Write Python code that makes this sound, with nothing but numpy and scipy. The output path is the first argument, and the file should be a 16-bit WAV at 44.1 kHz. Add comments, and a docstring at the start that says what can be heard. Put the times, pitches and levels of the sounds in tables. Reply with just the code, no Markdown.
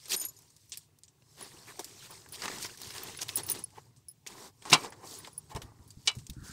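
"""Bangled hand feeding a potted plant

Outdoors, close to a phone's microphone: a hand in glass bangles carries crumbly fertilizer from a steel bowl to a
woven plant bag. Far traffic and air are shaped noise; near the end gusts buffet the microphone as lumps of low noise.
The bowl, knocked twice and brushed, the bangles and a small metal trinket ring as damped modes.
Nearest are leaves, cloth and soil: patchy noise and tiny clicks, with bursts for cracking crumbs and scrapes.
"""
import sys
import numpy as np
from scipy import signal
from scipy.fft import rfft, irfft, next_fast_len
from scipy.io import wavfile
from scipy.ndimage import uniform_filter1d, map_coordinates

SR = 44100
rng = np.random.default_rng(int(sys.argv[2]) if len(sys.argv) > 2 else 0)


def bounce(signal):
    """Save signal as a 16-bit WAV file at the path given by the first command-line argument."""
    frames = np.transpose(np.atleast_2d(signal))
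    limited = np.clip(frames, -1, 1)
    pcm = np.round(limited * 32767).astype(np.int16)
    wavfile.write(sys.argv[1], SR, pcm)


N = 287664  # length in samples
TOP_HZ, NOISE_TOP_HZ = 16800, 15700  # upper limits of the phone, and of the noise-like layers


def amp(db):
    """Decibels to amplitude."""
    return 10 ** (np.asarray(db) / 20)


def unit(x):
    """Scales a sound to rms 1."""
    return x / np.sqrt(np.mean(x ** 2) + 1e-20)


def along(points, hz):
    """Reads (pitch_hz, value) points on a logarithmic pitch axis."""
    f, v = np.transpose(points)
    return np.interp(np.log(hz + 1), np.log(f + 1), v)


def curves(rows):
    """One value per sample for each column after the time."""
    s, *cols = np.transpose(rows)
    return [np.interp(np.arange(N) / SR, s, c) for c in cols]


def wobble(rate):
    """A smooth random curve with rate knots a second."""
    knots = rng.standard_normal(int(N * rate / SR) + 4)
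    return map_coordinates(knots, [np.arange(N) * rate / SR])


def filtered(x, response):
    """Multiplies the spectrum of x by a response of frequency."""
    m = next_fast_len(len(x) + 8192)
    return irfft(rfft(x, m) * response(np.fft.rfftfreq(m, 1 / SR)), m)[:len(x)]


def noise(spectrum, patchy_db=0, count=N, size=256):
    """Coloured noise of rms 1, uneven in time and frequency; a larger size makes patches narrower and longer."""
    z = signal.stft(rng.standard_normal(count), nperseg=size)[2]
    field = uniform_filter1d(rng.standard_normal(z.shape), 5, 0)
    field = uniform_filter1d(field, 5, 1)
    white = signal.istft(z * amp(patchy_db * unit(field)), nperseg=size)[1][:count]
    return unit(filtered(white, lambda hz: amp(along(spectrum, hz))))


def add(track, s, sound):
    """Mixes a sound into the track from time s."""
    room = track[round(s * SR):][:len(sound)]
    room += sound[:len(room)]


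def swell(t60, rise):
    """A quick rise and an exponential fall, top 1; t60 and rise in seconds."""
    t = np.arange(SR // 4) / SR
    shape = (1 - np.exp(-t / max(rise, 1e-4))) * amp(-60 * t / max(t60, .005))
    return shape / shape.max()


# Strength of the far traffic: time_s [s], level_db [dB]
TRAFFIC_LEVEL = [(0.0, -66.5), (1.16, -69), (1.69, -64.5), (3.34, -58), (4.19, -67.5), (5.56, -59),
                 (5.99, -62), (6.25, -60.5), (6.37, -68), (6.52, -64)]
# Colour of the far traffic: pitch_hz [Hz], density_db [relative dB per Hz]
TRAFFIC_COLOUR = [(15, -56), (25, -28.5), (70, -4.5), (98, 3.5), (150, 1), (200, -16.5), (260, -11.5),
                  (340, -28.5), (570, -120)]
# Colour of the faint air noise: pitch_hz [Hz], density_db [relative dB per Hz]
AIR_COLOUR = [(120, -36.5), (200, -6), (321, 1.5), (472, -6.5), (997, -14.5), (1380, -17.5), (2580, -10),
              (8140, -12), (10500, -16), (14900, -16), (15700, -14)]


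def outdoors():
    """Low noise of far traffic wavers over a faint, steady, wideband air noise."""
    air = filtered(noise(AIR_COLOUR, patchy_db=1.5), lambda hz: hz < NOISE_TOP_HZ)
    waver_db = 2 * wobble(37)
    traffic = amp(curves(TRAFFIC_LEVEL)[0] + waver_db) * noise(TRAFFIC_COLOUR)
    return traffic + amp(-74.0) * air


# Puffs of wind on the microphone: start_s [s], level_db [dB at the top]
PUFFS = [(5.547, -37), (5.631, -47), (5.709, -63), (5.788, -51), (5.86, -53.5), (5.968, -47.5),
         (6.167, -40.5), (6.292, -38.5), (6.365, -38.5), (6.416, -42.5), (6.493, -41.5)]
# Strength of a soft narrow swish: time_s [s], level_db [dB]
SWISH_LEVEL = [(6.33, -82.5), (6.396, -62.5), (6.52, -55)]


def wind():
    """Each puff is a quickly rising, slowly fading lump of low noise; one swish is narrow-band noise."""
    puffs = np.zeros(N)
    for s, db in PUFFS:
        add(puffs, s, amp(db) * swell(t60=0.12, rise=0.0062))
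    started = np.arange(N) > SWISH_LEVEL[0][0] * SR
    swish = amp(curves(SWISH_LEVEL)[0]) * started
    # both colours: Hz, relative dB per Hz
    low = noise([(25, -27.5), (60, 8.5), (150, 3.0), (320, -12), (600, -53.5), (900, -84)])
    narrow = noise([(800, -69), (1150, -11), (1450, 5), (1800, -3.5), (2500, -57.5)])
    return puffs * low + swish * narrow


# Contacts of hand and bowl, several to a knock:
# start_s [s], level_db [dB], bass_db [dB relative to level], tilt_db [dB per octave above 1 kHz]
KNOCKS = [(4.722, -17.5, -10, 0), (4.728, -1, -25, -12), (4.7319, -3, -32, 10), (4.7462, -21, -12, -7),
          (6.074, -8.5, -66.5, 2), (6.078, -12.5, -58.5, -5)]
# Modes of the steel bowl: pitch_hz [Hz], level_db [relative dB], t60_s [s when left to ring after a knock]
BOWL_MODES = [(429, -14, 0.11), (871, -7.5, 0.094), (1044, -11, 0.12), (1878, -11, 0.089), (2300, -3, 0.12),
              (2664, -3.5, 0.11), (2940, 1, 0.1), (3960, 2.5, 0.09), (4540, -11.5, 0.043)]
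# Colour of the knock's clatter: pitch_hz [Hz], density_db [relative dB per Hz]
CLATTER_COLOUR = [(290, -35), (500, -32), (1010, -14.5), (1820, -17.5), (2840, 0.5), (4500, 1), (5050, 2.5),
                  (8600, -8.5), (15500, -45.5)]
# Dying of yard and bowl after a knock: pitch_hz [Hz], t60_s [s]
CLATTER_DECAY = [(500, 0.15), (2000, 0.097), (6000, 0.05), (15000, 0.055)]


def knocked_bowl():
    """A knock excites damped steel modes, a clatter of crumbs dying band by band and a low thud."""
    out, t = np.zeros(N), np.arange(SR // 4) / SR
    for s, db, bass_db, tilt in KNOCKS:
        ring = np.zeros(len(t))
        for hz, level, t60 in BOWL_MODES:
            decay = amp(level + rng.normal(0, 3) - 60 * t / t60)
            ring += decay * np.sin(2 * np.pi * hz * t + rng.uniform(0, 2 * np.pi))
        hz, when, z = signal.stft(rng.standard_normal(len(t)), SR, nperseg=128)
        colour_db = along(CLATTER_COLOUR, hz) + tilt * np.log2(np.maximum(hz, 1000) / 1000)
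        fall_db = 60 * when / along(CLATTER_DECAY, hz)[:, None]
        z = z * amp(colour_db[:, None] - fall_db)
        clatter = signal.istft(z, SR, nperseg=128)[1][:len(t)]
        clatter = clatter / np.std(clatter[:SR // 200])  # level set by its first 5 ms
        thud = 1.3 * np.sin(2 * np.pi * 150 * t) + 1.3 * np.sin(2 * np.pi * 250 * t)
        thud = amp(bass_db - 60 * t / 0.1) * thud
        onset = 1 - np.exp(-t / 0.00056)
        add(out, s, amp(db) * onset * (amp(-21.5) * ring + amp(-11.0) * clatter + thud))
    return filtered(out, lambda hz: (hz < NOISE_TOP_HZ) / (1 + (105 / (hz + 1)) ** 4))


# Fingers and crumbs brushing the bowl: middle_s [s], level_db [dB], length_s [s]
BRUSHES = [(3.73, -64, 0.05334), (3.783, -56.5, 0.029), (3.875, -73, 0.048), (4.391, -67.5, 0.32),
           (4.852, -44, 0.068), (5.046, -52.5, 0.073), (5.528, -55, 0.051), (5.568, -47.5, 0.049),
           (5.686, -62, 0.042)]
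BRUSH_DULL_HZ, BRUSH_DAMPING = 1310, 4.1  # soft contact reaches mainly low modes; the hand widens them (factor)


def brushed_bowl():
    """Uneven soft contact keeps the low modes of the bowl humming, as noise through damped resonances."""
    t = np.arange(N) / SR
    touch = np.zeros(N)
    for s, db, length in BRUSHES:
        touch += amp(db) * np.exp(-(2.5 * (t - s) / length) ** 2)

    def modes(f):
        """Sum of the hand-damped resonances, dulled by the soft contact."""
        total = 0
        for hz, db, t60 in BOWL_MODES:
            damping = 1j * f * BRUSH_DAMPING / t60
            total = total + amp(db) * damping * 2.2 / (hz * hz - f * f + damping * 3.1)
        return total / (1 + (f / BRUSH_DULL_HZ) ** 4)

    unevenness = amp(5.06 * wobble(60))
    return touch * unevenness * unit(filtered(rng.standard_normal(N), modes))


CHATTER, CHATTER_S = .7, .005  # phase roughness of loose contact (radians) and its fading time (s)


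def ringing(taps, groups, tick_db, brush_db):
    """Each tap rings groups of modes until skin damps them; loose contact roughens each, a noise tick marks it."""
    out, ticks, t = np.zeros(N), np.zeros(N), np.arange(SR // 5) / SR
    for s, free, *strengths in taps:
        skin = np.exp(-(t / free) ** 3)
        onset = 1 - np.exp(-t / 0.00056)
        for db, modes in zip(strengths, groups):
            for hz, level, t60 in modes:
                luck_db, detune = rng.standard_normal(2) * [2, .003]
                brushing_db = brush_db * map_coordinates(rng.standard_normal(100), [t * 200])
                rattle = map_coordinates(rng.standard_normal(400), [t * 1900])
                chatter = CHATTER * np.exp(-t / CHATTER_S) * rattle
                tone = np.sin(2 * np.pi * hz * (1 + detune) * t + chatter)
                decay = amp(db + level + luck_db + brushing_db - 60 * t / t60)
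                add(out, s, decay * tone * onset * skin)
        tick = amp(max(strengths) + tick_db - 60 * t / 0.022) * rng.standard_normal(len(t))
        add(ticks, s, tick)
    return out + filtered(ticks, lambda hz: (hz > 4500) * amp(-24 * (hz > NOISE_TOP_HZ)))


# Trinket taps: start_s [s], free_s [s of ringing before the skin damps it],
# low_db, middle_db, high_db, top_db [dB for each group of modes]
TRINKET_TAPS = [(.163, 0.03, -51, -29.5, -32, -41), (.1774, 0.047, -42, -40, -38, -51.5),
                (.198, 0.025, -35, -31.5, -35, -44), (.2134, 0.054, -35, -47.5, -45, -25),
                (.2503, 0.03, -41, -36, -30.5, -52), (.2848, 0.0221, -45, -50, -43, -52),
                (.3644, 0.034, -55, -60, -60, -73)]
# Trinket modes in low, middle, high and top groups: pitch_hz [Hz], level_db [relative dB], t60_s [s undamped]
TRINKET_MODES = [
    [(5140, -8.5, 0.11), (6400, -6, 0.17), (6950, -1, 0.24)],
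    [(9090, -0.5, 0.11)],
    [(11520, 1, 0.1)],
    [(13680, -3, 0.0533)],
]


def trinket():
    """A small metal trinket tinkles: each tap spreads its strength differently over four groups of modes."""
    return ringing(TRINKET_TAPS, TRINKET_MODES, tick_db=-10.5, brush_db=3.5)


# Bangle clinks: start_s [s], free_s [s of ringing before the skin damps it],
# first_db, second_db, third_db [dB for each bangle]
BANGLE_CLINKS = [(1.408, 0.0054, -60, -45, -62), (1.4247, 0.028, -61, -42.5, -58),
                 (2.1066, 0.019, -50.5, -44.5, -49), (2.3225, 0.0276, -51, -38.5, -50.5),
                 (3.0333, .012, -63, -43, -44), (3.172, .025, -59, -39, -55.5),
                 (3.3563, 0.029, -43, -24.5, -29), (3.3644, .027, -36, -36, -27),
                 (3.433, 0.045, -60, -34, -60), (3.465, 0.017, -54, -43, -41),
                 (3.4984, .04, -45, -22.5, -28), (3.5144, 0.022, -27, -28.5, -34),
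                 (3.589, 0.014, -56, -44, -55), (3.639, 0.011, -43, -31, -66),
                 (4.0844, 0.058, -74, -35.5, -57), (4.1124, 0.01355, -65, -50, -61.5),
                 (4.9033, 0.0077, -56, -47, -62), (5.1864, 0.043, -49, -41.5, -50),
                 (5.329, 0.015, -63, -50, -71.5), (5.3784, 0.02, -45, -34, -47)]
# Modes of each of the three glass bangles: pitch_hz [Hz], level_db [relative dB], t60_s [s undamped]
BANGLE_MODES = [
    [(9140, 1, 0.094)],
    [(5080, -20.5, 0.07), (5400, -17.5, 0.07), (9800, -2.5, 0.047), (10180, -0.5, 0.065),
     (11030, -10.5, 0.033)],
    [(14670, 4, 0.072), (15300, -6.5, .02)],
]


def bangles():
    """Three glass bangles clink on the wrist, each ringing at its own strength."""
    return ringing(BANGLE_CLINKS, BANGLE_MODES, tick_db=-15, brush_db=3.0)


def grains(count, centre_hz, cycles, spread_db):
    """Tiny damped clicks at random moments, each with its own pitch and size; rms 1."""
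    at, u = rng.random(count), rng.standard_normal(count)
    size = np.minimum(rng.exponential(size=count), 4)
    hz = np.clip(centre_hz * np.exp(.6 * u), 300, 12000)[:, None]
    k = np.arange(512)
    clicks = np.sin(2 * np.pi * hz * k / SR) * np.exp(-k * hz / (cycles * SR))
    clicks = amp(spread_db * size)[:, None] * clicks
    places = (at * N).astype(int)[:, None] + k
    return unit(np.bincount(places.ravel(), clicks.ravel(), N + 512)[:N])


# Strength of the rubbing of hand, leaves and soil: time_s [s], crackle_db [dB], body_db [dB of the dull part]
RUSTLE_LEVEL = [(0, -59, -78), (.16, -53, -54.5), (.29, -63.5, -69), (.6, -69, -81.5), (.83, -63.5, -82),
                (.95, -106, -80), (1.33, -65.5, -76.5), (1.42, -56.5, -71), (1.56, -59, -62.5),
                (1.94, -56.5, -64.5), (2.12, -54.5, -65), (2.28, -64.5, -65.5), (2.4, -50.5, -58),
                (2.53, -47.5, -51), (2.7, -54, -58), (2.77, -59.5, -71.5), (3.0, -51.5, -62),
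                (3.41, -54.5, -56.5), (3.6, -54, -57), (3.66, -67, -72), (3.86, -69, -71),
                (3.93, -80, -75.5), (4.24, -83.5, -87), (4.3, -58.5, -58), (4.46, -60, -55),
                (4.52, -83.5, -89), (4.68, -51.5, -53.5), (4.85, -50.5, -46), (4.9, -69.5, -61.5),
                (5.1, -59.5, -54), (5.27, -57.5, -62), (5.33, -66.5, -67.5), (5.5, -69.5, -72),
                (5.62, -67, -58.5), (5.77, -75, -68.5), (6.1, -63.5, -75.5), (6.39, -68.5, -69),
                (6.52, -55.5, -71)]
# Colour of the dull body of the rubbing: pitch_hz [Hz], density_db [relative dB per Hz]
BODY_COLOUR = [(110, -31), (180, 2.5), (232, -2), (403, 4), (573, -7.5), (1020, -1), (1320, -9),
               (2000, -12), (2600, -27), (4400, -120)]
# Colour of the crackle: pitch_hz [Hz], density_db [relative dB per Hz]
CRACKLE_COLOUR = [(1300, -30), (1700, -7), (2900, -5.5), (4900, -2), (7000, -4), (8800, -2), (9400, -17.5),
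                  (11000, -34)]
# Colour of the high hiss: pitch_hz [Hz], density_db [relative dB per Hz]
HISS_COLOUR = [(8000, -37.5), (9200, -4.5), (15600, -10.5)]
PATCHY_DB = 2.5  # unevenness of crackle and body noise
BED_HISS_DB = -8.5  # hiss of the bed, relative to its crackle
# soft rubbing is thinner: dB lost below that pitch per dB under full strength
SOFT_THINNING, FULL_DB, THIN_BELOW_HZ = 0.74, -51.5, 3800


def rubbing():
    """Rubbing is a patchy bed of body, crackle and hiss noise sprinkled with grains; uneven contact flutters it."""
    crackle_db, body_db = curves(RUSTLE_LEVEL)
    flutter = 1.3 * wobble(20) + 0.53 * wobble(70) + 0.4 * wobble(280)  # dB, shared by the whole bed
    crackle = noise(CRACKLE_COLOUR, patchy_db=PATCHY_DB, size=512)
    crackle = crackle + 0.84 * grains(count=12000, centre_hz=4617, cycles=5.1, spread_db=4.5)
    thinning = amp(SOFT_THINNING * np.minimum(crackle_db - FULL_DB, 0))
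    lower = filtered(crackle, lambda hz: 1 / (1 + (hz / THIN_BELOW_HZ) ** 8))
    crackle = crackle + (thinning - 1) * lower
    body = noise(BODY_COLOUR, patchy_db=PATCHY_DB, size=1024)
    body = body + 0.48 * grains(count=1500, centre_hz=830, cycles=2.1, spread_db=5.5)
    hiss = noise(HISS_COLOUR, patchy_db=2.2)
    return (amp(body_db + flutter) * body + amp(crackle_db + flutter) * crackle
            + amp(crackle_db + BED_HISS_DB + flutter) * hiss)


GRIT = 0.35  # share of sharp grains in the crackle of a crack or scrape


def burst(db, body_db, hiss_db, peak_hz, shape):
    """One crack or scrape: body and gritty crackle share a strongest pitch, with hiss; the body fades slowest."""
    count = len(shape)
    spot = lambda hz: 1 + 2.6 * np.exp(-np.log((hz + 1) / peak_hz) ** 2 / 0.44)
    crackle = unit(filtered(noise(CRACKLE_COLOUR, PATCHY_DB, count=count), spot))
    grit = rng.exponential(size=count // 40 + 1) ** 2 / 2  # a new grain about every millisecond
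    grit = np.repeat(grit, 40)[:count] ** .5
    crackle = crackle * unit(1 - GRIT + GRIT * grit)
    body = amp(body_db) * unit(filtered(noise(BODY_COLOUR, 0.35, count=count), spot))
    hiss = amp(hiss_db) * noise(HISS_COLOUR, 1.5, count=count)
    return amp(db) * (body * shape ** 0.8 + crackle * shape + hiss * shape ** 0.88)


# Scrapes that swell and fade:
# middle_s [s], level_db [dB], body_db [dB relative to crackle], length_s [s], pitch_hz [Hz, strongest]
SCRAPES = [(0.127, -32, -18.5, 0.072, 4830), (0.143, -31.5, -10.5, 0.027, 3900),
           (0.235, -47.5, -7.5, 0.066, 3460), (0.432, -76, 0, 0.097, 1100),
           (1.429, -53.5, -0.5, 0.13, 3660), (1.698, -53.5, 0, 0.066, 1780),
           (1.801, -53.5, 7.5, 0.03, 579.6), (2.05, -55, -5, 0.065, 3480), (2.117, -62.5, 8, 0.051, 1100),
           (2.346, -45.5, -15.5, 0.05, 4150), (2.447, -43, 1, 0.046, 1540), (2.543, -54, 3.5, 0.11, 3020),
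           (2.637, -42.5, -19, 0.096, 4400), (2.854, -50, -7.5, 0.17, 4240),
           (2.962, -45, -6.5, 0.065, 1280), (3.043, -54, 2.5, 0.2, 4500), (3.223, -36, -11, 0.033, 4600),
           (3.394, -43.5, 0, 0.043, 4530), (3.505, -41, -7, 0.056, 4240), (3.554, -47.5, -1, 0.031, 4470),
           (3.777, -64, 1.5, 0.067, 1860), (4.362, -63, -11, 0.27, 4525), (4.426, -55, -0.5, 0.17, 5300),
           (4.706, -35.5, -7.5, 0.018, 4500), (4.724, -33, -3.5, 0.022, 3000),
           (5.121, -49.5, -29, 0.19, 6380), (5.514, -56.5, -1.5, 0.046, 790),
           (6.069, -49.5, -15.5, 0.031, 5010), (6.468, -54, -6.5, 0.082, 5954)]


def scrapes():
    """A scrape swells and fades symmetrically, roughened by stick and slip about every 2 ms."""
    out = np.zeros(N)
    t = np.arange(SR // 5) / SR - .1
    for s, db, body_db, length, hz in SCRAPES:
        rough = amp(0.97 * np.repeat(rng.standard_normal(len(t) // 90), 90))
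        shape = rough * np.exp(-(2.54 * t / length) ** 4)
        add(out, s + t[0], burst(db, body_db, hiss_db=-6.5, peak_hz=hz, shape=shape))
    return out


# Cracking crumbs and leaf flicks: start_s [s], peak_db [dB, nominal], body_db, hiss_db [dB relative to crackle],
# t60_s [s, floored at 5 ms], pitch_hz [Hz, strongest]
CRUMBS = [(0.056, -31.5, -21, -19, 0.045, 5192), (0.0828, -38.5, -9, 1.5, 0.043, 5100),
          (0.335, -56, -35, -3, 0.026, 6500), (0.42, -52, -25, 1, 0.03, 8000),
          (0.503, -51, -30, -8, 0.035, 8500), (0.389, -44.5, -36, -1, 0.03, 8950),
          (0.5643, -46, -37, -4, 0.042, 7700), (0.6949, -48.5, -25, 2, 0.062, 8320),
          (0.7199, -28, -26, -25, 0.11, 5030), (0.7379, -36.5, -22, -10, 0.083, 3000),
          (0.7729, -29.5, -29, 0, 0.046, 8040), (0.987, -48.5, -41, -1, 0.025, 8150),
          (1.035, -43.5, -30, -17.5, 0.091, 8060), (1.0803, -48, -26, -21.5, 0.087, 7600),
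          (1.222, -55, -4, -22, 0.027, 2500), (1.4096, -37, 1, -4.5, 0.037, 740),
          (1.793, -28.5, -2, -4.5, 0.066, 605), (1.844, -31, -44, -2, 0.05, 8460),
          (2.219, -47, -20, -23, 0.021, 4770), (2.4197, -26.5, -9, -29, 0.079, 2800),
          (2.4422, -38, 5, -27, 0.057, 1120), (2.261, -51.5, 9, -24, 0.03, 1500),
          (2.288, -45, -15, 1, 0.05, 7000), (2.456, -26, 1, -21, 0.038, 2000),
          (2.48, -25.5, -1, -28, 0.042, 2430), (2.4999, -40, 7, -20, 0.028, 530),
          (2.585, -32.5, -20, -11, 0.03, 7000), (2.625, -23, -23, -14, 0.04, 6670),
          (2.6471, -27.5, -5, -20, 0.06, 1920), (2.774, -34, -31, -8, 0.032, 4300),
          (2.816, -31.5, -12, -2, 0.035, 4150), (2.801, -38, -22, -19, 0.03, 5020),
          (2.846, -34.5, -15, -14, 0.04, 3500), (2.871, -32.5, -22, -17.5, 0.02785, 5500),
          (2.9055, -35.5, -8, -6.5, 0.1, 1950), (2.981, -31, -21, -13.5, 0.024, 5060),
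          (3.148, -37.5, -3, -12, 0.028, 2000), (3.189, -31.5, -11, -20.5, 0.05, 2970),
          (3.283, -30, -24, -5.5, 0.11, 7000), (3.291, -25.5, -10.5, -20.5, 0.051, 2740),
          (3.371, -22.5, -32, -6, 0.077, 8210), (3.488, -32, -15, -4.5, 0.058, 5170),
          (3.7045, -49.5, -24, -14, 0.032, 942), (3.9625, -51, -44, -13, 0.15, 7470),
          (4.2649, -35, -8, -7.5, 0.1, 3140), (4.2727, -30, -30.5, -8, 0.042, 6350),
          (4.6218, -40.5, -5, -17.5, 0.051, 764), (4.653, -37, 2.5, -18.5, 0.32, 950),
          (4.833, -36, 0, -21, 0.049, 5650), (4.8452, -32, 1.5, -20, 0.14, 767),
          (4.9228, -39, 0, -19, 0.077, 1320), (5.246, -38, -5, -14.5, 0.091, 2327),
          (5.2729, -35.5, 1, -12.5, 0.049, 866), (5.5489, -37, 0.5, -7, 0.06669, 806),
          (5.5603, -32.5, -1.5, -12, 0.089, 920), (5.618, -36, -4, -7, 0.088, 3340),
          (5.877, -52, -29, 4, 0.091, 8480), (5.905, -40.5, -31, -7.5, 0.068, 6400),
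          (6.115, -40.5, -28, -14, 0.03, 6840), (6.1508, -41, -5.5, -6.5, 0.1066, 8440),
          (6.186, -37, -19, -12, 0.073, 5500), (6.267, -33.5, -39, -13.5, 0.025, 8560),
          (6.298, -29.5, -30.5, -5, 0.032, 3900), (6.333, -46, -21, -16, 0.052, 6690)]
CRUMB_CREST_DB = 11  # nominal peak over rms
SNAP, SNAP_T60_S = 0.5, 0.012  # share and decay of the sharp head of a crack


def crumb_cracks():
    """A crumb cracks or a leaf flicks: a noise burst with a sharp snap at its head and a longer fall."""
    out = np.zeros(N)
    for s, db, body_db, hiss_db, t60, hz in CRUMBS:
        shape = swell(t60, rise=0.00028) + SNAP * swell(SNAP_T60_S, rise=0.00012)
        add(out, s, burst(db - CRUMB_CREST_DB, body_db, hiss_db, hz, shape))
    return out


def rustle():
    """Rubbing leaves, cloth and soil, with single scrapes and cracks over it."""
    return filtered(rubbing() + scrapes() + crumb_cracks(), lambda hz: hz < NOISE_TOP_HZ)


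def scene():
    """Sums the layers from the far yard to the hand close to the microphone."""
    background = outdoors() + wind()
    metal_and_glass = knocked_bowl() + brushed_bowl() + trinket() + bangles()
    return (background + metal_and_glass + rustle())[None]


def record(dry):
    """The phone keeps nothing above its band limit."""
    return filtered(dry[0], lambda hz: hz < TOP_HZ)[None]


dry = scene()
out = record(dry)
bounce(out)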